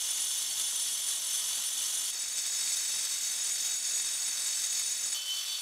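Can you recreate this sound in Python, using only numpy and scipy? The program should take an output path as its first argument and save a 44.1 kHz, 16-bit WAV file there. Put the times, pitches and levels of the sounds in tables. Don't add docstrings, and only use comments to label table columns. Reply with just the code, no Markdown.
import sys
import numpy as np
from scipy import signal
from scipy.fft import rfft, irfft
from scipy.io import wavfile
from scipy.ndimage import uniform_filter1d

SR = 44100
rng = np.random.default_rng(int(sys.argv[2]) if len(sys.argv) > 2 else 0)


def dump(signal):
    limited = np.clip(np.atleast_2d(signal).T, -1, 1)
    pcm = np.round(limited * 32767).astype(np.int16)
    wavfile.write(sys.argv[1], SR, pcm)


N = 247779
TIME = np.arange(N) / SR
FREQ = np.maximum(np.arange(N // 2 + 1) * SR / N, 1)
MAINS_HZ = 50
TOP_HZ = 15700
SQUEAL_ORDER = 21

PLACE_CHANGES = [2.105, 5.145]
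# time_s, turns_hz
SPINDLE_SPEED = [(0, 145.1), (1.2, 145.05), (2.1, 145.35), (5.3, 145.33), (5.62, 145.05)]
# time_s, cut_level_db
FEED = [(0, -34.5), (2.07, -34), (2.15, -36), (2.5, -33), (2.85, -32), (4.4, -34), (4.65, -32), (5.14, -35),
        (5.24, -41), (5.34, -38.5), (5.62, -39)]
# centre_s, change_db, length_s
BITES = [(0.603, 2.5, 0.016), (1.583, 2.5, 0.024), (2.116, -9, 0.017), (2.383, 7, 0.011),
         (5.125, 3.5, 0.019)]
# pitch_hz, width_hz, side_db, close_db, far_db
DISC_MODES = [(2907, 277, -21, -36, -28), (3068, 335, -23, -24, -18), (3359, 445, -13, -22, -24),
              (3452, 106, -16, -21, -10), (3736, 275, -19, -13, -20), (3908, 68, -25, -28, -20),
              (4016, 97, -25, -30, -20), (4479, 120, -15, -15, -7), (4580, 212, -20, -14, -17),
              (5303, 219, -16, -12, -10), (5392, 115, -14, -17, -16), (5852, 143, -17, -18, -12),
              (6119, 121, -11, -27, -9), (6225, 294, -9, -8, -16), (7023, 72, -18, -17, -19),
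              (7265, 242, -13, -33, -15), (7506, 378, -31, -15, -21), (7986, 94, -14, -10, -13),
              (8197, 169, -13, -10, -13), (9137, 77, -22, -26, -19), (10659, 335, -22, -24, -29),
              (11301, 297, -18, -23, -21), (12010, 249, -22, -23, -19), (12698, 389, -23, -26, -26),
              (13142, 972, -23, -26, -19), (14027, 203, -29, -30, -26), (14513, 584, -28, -32, -39),
              (15447, 213, -29, -30, -28)]
# pitch_hz, width_hz, side_db, close_db, far_db, grip (dB gained per dB of rubbing)
SINGING_MODES = [(6762, 76, -12.5, -9, -8.5, 1.5), (9443, 82, -6.5, -11, -12, 0.36)]
# time_s, change_db
SLOT_RUB = [(0, 2), (1.4, -1), (2.2, 2), (3.2, -2), (3.35, 1.5), (3.9, 3.5), (4.5, 0), (5.0, 3.5),
            (5.3, -1.5)]
# pitch_hz, side_db_per_hz, close_db_per_hz, far_db_per_hz
HISS_SPECTRA = [(30, -77, -69, -81), (99, -64.5, -65.5, -68), (220, -62, -60.5, -68),
                (400, -60, -60, -62.5), (1045, -53, -55, -49.5), (1990, -50.5, -47, -47.5),
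                (2680, -50, -48, -42.5), (3450, -40, -62, -37.5), (4670, -48.5, -49, -44),
                (7160, -41, -46, -41.5), (8800, -44.5, -50.5, -44.5), (11000, -42, -50.5, -45),
                (12650, -57, -64, -52), (15800, -63, -63, -61)]
# spindle_multiple, side_db, close_db, far_db
DRIVE_TONES = [(1.3, -92, -83, -102), (1.7, -77, -82, -101), (4, -74, -74, -73), (5, -71, -74, -87),
               (6, -77, -77, -86), (7, -69, -86, -83), (10.35, -68, -71, -66), (13, -65, -76, -76),
               (14.9, -65, -74, -71), (18, -71, -60, -60), (19, -67, -66, -60), (20, -55, -66, -60),
               (21, -55, -67, -70), (23, -56, -69, -57), (24, -65, -56, -70), (26, -63, -54, -70),
               (31, -68, -55, -70)]
# start_s, level_db
CHIPS = [(0.184, -26), (0.8794, -25), (1.0794, -26), (1.3424, -27), (1.496, -26), (1.6377, -25),
         (1.8083, -27), (2.6753, -25), (2.9856, -26), (3.0714, -25)]
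# start_s, level_db
KNOCKS = [(1.331, -53), (1.575, -52), (2.389, -59), (2.669, -63), (3.06, -64), (3.829, -54), (4.059, -50),
          (4.12, -54), (4.609, -51)]
# spindle_multiple, share_db
HIGHER_ORDERS = [(24, -1.5), (26, -5.5), (31, -1)]
# centre_s, length_s, clean_tone_db, higher_tones_db
SQUEALS = [(5.172, 0.11, -37.5, -52), (5.309, 0.072, -34.5, -50), (5.385, 0.062, -41, -46),
           (5.52, 0.11, -45, -39.5)]


def undb(db):
    return 10 ** (np.asarray(db) / 20)


def unit(x):
    return x / np.sqrt(np.mean(x ** 2))


def curve(rows):
    knots_s, *columns = np.transpose(rows)
    return [np.interp(TIME, knots_s, column) for column in columns]


def walk(rate_hz):
    knots = rng.standard_normal(4096)
    return unit(np.interp(TIME * rate_hz, np.arange(len(knots)), knots))


def swell(centre_s, length_s):
    return np.exp(-np.log(2) * (2 * (TIME - centre_s) / length_s) ** 2)


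def resonate(x, hz, width_hz):
    b, a = signal.iirpeak(hz, hz / width_hz, fs=SR)
    return signal.lfilter(b, a, x)


def colour(x, hz, db_per_hz):
    gain = undb(np.interp(np.log(FREQ), np.log(hz), db_per_hz))
    bass_cut = np.minimum(FREQ / hz[0], 1) ** 2
    return irfft(rfft(x) * gain * bass_cut * np.sqrt(SR / 2), N)


def places():
    place = np.searchsorted(PLACE_CHANGES, TIME)
    is_here = place == np.arange(len(PLACE_CHANGES) + 1)[:, None]
    return uniform_filter1d(1. * is_here, size=64, axis=1)


def throb(turns, wobble, ripple, beat, shake_db):
    mains = 2 * MAINS_HZ * TIME
    regular = wobble * np.cos(4 * np.pi * turns)
    regular += ripple * np.cos(2 * np.pi * mains)
    regular += beat * np.cos(2 * np.pi * (turns - mains))
    return unit((1 + regular) * undb(shake_db * walk(70)))


def bites(per_second=36, spread_db=0.6):
    hard_db = sum(db * swell(centre_s, length_s) for centre_s, db, length_s in BITES)
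    return spread_db * walk(per_second) + hard_db


def ring(contact, hz, width_hz, sway_db, saturation):
    rubbed = rng.standard_normal(N) * contact * undb(sway_db * walk(30))
    swing = resonate(resonate(rubbed, hz, width_hz), hz, width_hz)
    envelope = np.abs(signal.hilbert(swing))
    return unit(swing / envelope ** saturation)


def disc(feed_db, contact, heard, ring_db=0.07):
    body, song = 0, 0
    rub_db = curve(SLOT_RUB)[0]
    for hz, width_hz, *share_db in DISC_MODES:
        mode = ring(contact, hz, width_hz, sway_db=0.63, saturation=0.047)
        body = body + mode * (undb(share_db) @ heard)
    for hz, width_hz, *share_db, grip in SINGING_MODES:
        mode = ring(contact, hz, width_hz, sway_db=0.2, saturation=0.11)
        song = song + mode * (undb(share_db) @ heard) * undb(grip * rub_db)
    return (body * undb(ring_db) + song) * undb(feed_db)


def grit(per_second=9000, spread_db=1.5, air=0.81):
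    hit = rng.random(N) < per_second / SR
    sizes = undb(spread_db * np.minimum(rng.exponential(size=N), 6))
    fractures = unit(hit * sizes * rng.choice([-1, 1], N))
    return unit(fractures + air * rng.standard_normal(N))


def crumbling(feed_db, contact, heard, fan_hz=1500, fan_db=-33.5, fan_drift_db=1.0):
    hz, *spectra = np.transpose(HISS_SPECTRA)
    fan_share = 1 / (1 + (FREQ / fan_hz) ** 4)
    scrape = grit() * contact * undb(feed_db)
    fan_level_db = fan_drift_db * walk(15) + (fan_db + feed_db) / 2
    fan = rng.standard_normal(N) * contact * undb(fan_level_db)
    rush = irfft(rfft(scrape) * np.sqrt(1 - fan_share) + rfft(fan) * np.sqrt(fan_share), N)
    return sum(on * colour(rush, hz, db) for on, db in zip(heard, spectra))


def tone(cycles, jitter, flutter_db):
    phase = 2 * np.pi * (cycles + rng.random()) + jitter * walk(40)
    return unit(np.sin(phase) * undb(flutter_db * walk(25)))


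def drive(turns, heard, tones_db):
    hum = 0
    for multiple, *level_db in DRIVE_TONES:
        hum = hum + tone(multiple * turns, jitter=0.36, flutter_db=2.0) * (undb(level_db) @ heard)
    return undb(tones_db) * hum


def yard(x, heard, wall_db=-11, decay_s=0.034):
    age = np.arange(SR // 6) / SR
    reflected = 0
    for on in heard:
        echoes = rng.standard_normal(len(age)) * np.exp(-age / decay_s) * (age > .003)
        echoes /= np.linalg.norm(echoes)
        reflected = reflected + on * signal.fftconvolve(x, echoes)[:N]
    return (x + undb(wall_db) * reflected) / np.hypot(1, undb(wall_db))


def cracks(events, decay_s, ring_hz, width_hz, gain_db):
    out = np.zeros(N)
    age = np.arange(SR // 12) / SR
    for start_s, level_db in events:
        burst = rng.standard_normal(len(age)) * np.exp(-age / decay_s)
        crack = resonate(burst, ring_hz, width_hz)
        start = int(start_s * SR)
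        out[start:start + len(age)] += crack * undb(level_db + gain_db) / np.abs(crack).max()
    return out


def chips():
    return cracks(CHIPS, decay_s=.0008, ring_hz=3500, width_hz=2000, gain_db=-1)


def knocks():
    return cracks(KNOCKS, decay_s=.012, ring_hz=200, width_hz=220, gain_db=-1.5)


def squeal(turns):
    clean_gain = sum(undb(db) * swell(s, length_s) for s, length_s, db, _ in SQUEALS)
    high_gain = sum(undb(db) * swell(s, length_s) for s, length_s, _, db in SQUEALS)
    clean = tone(SQUEAL_ORDER * turns, jitter=.2, flutter_db=2.0)
    high = sum(undb(db) * tone(multiple * turns, jitter=0.25, flutter_db=1.0) for multiple, db in HIGHER_ORDERS)
    return clean_gain * clean + high_gain * high


def scene():
    speed_hz = curve(SPINDLE_SPEED)[0] * (1 + 0.00046 * walk(12))
    turns = np.cumsum(speed_hz) / SR
    feed_db, heard = curve(FEED)[0], places()
    contact = throb(turns, wobble=0.067, ripple=0.14, beat=.14, shake_db=0.68) * undb(bites())
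    cut = disc(feed_db, contact, heard) + crumbling(feed_db, contact, heard)
    gears = drive(turns, heard, tones_db=-0.2) + squeal(turns) * heard[-1]
    sound = yard(cut + chips() + knocks(), heard) + gears
    return np.array([sound, sound])


def record(dry):
    low_pass = signal.ellip(16, .1, 70, TOP_HZ, fs=SR, output="sos")
    return signal.sosfilt(low_pass, dry)


dry = scene()
out = record(dry)
dump(out)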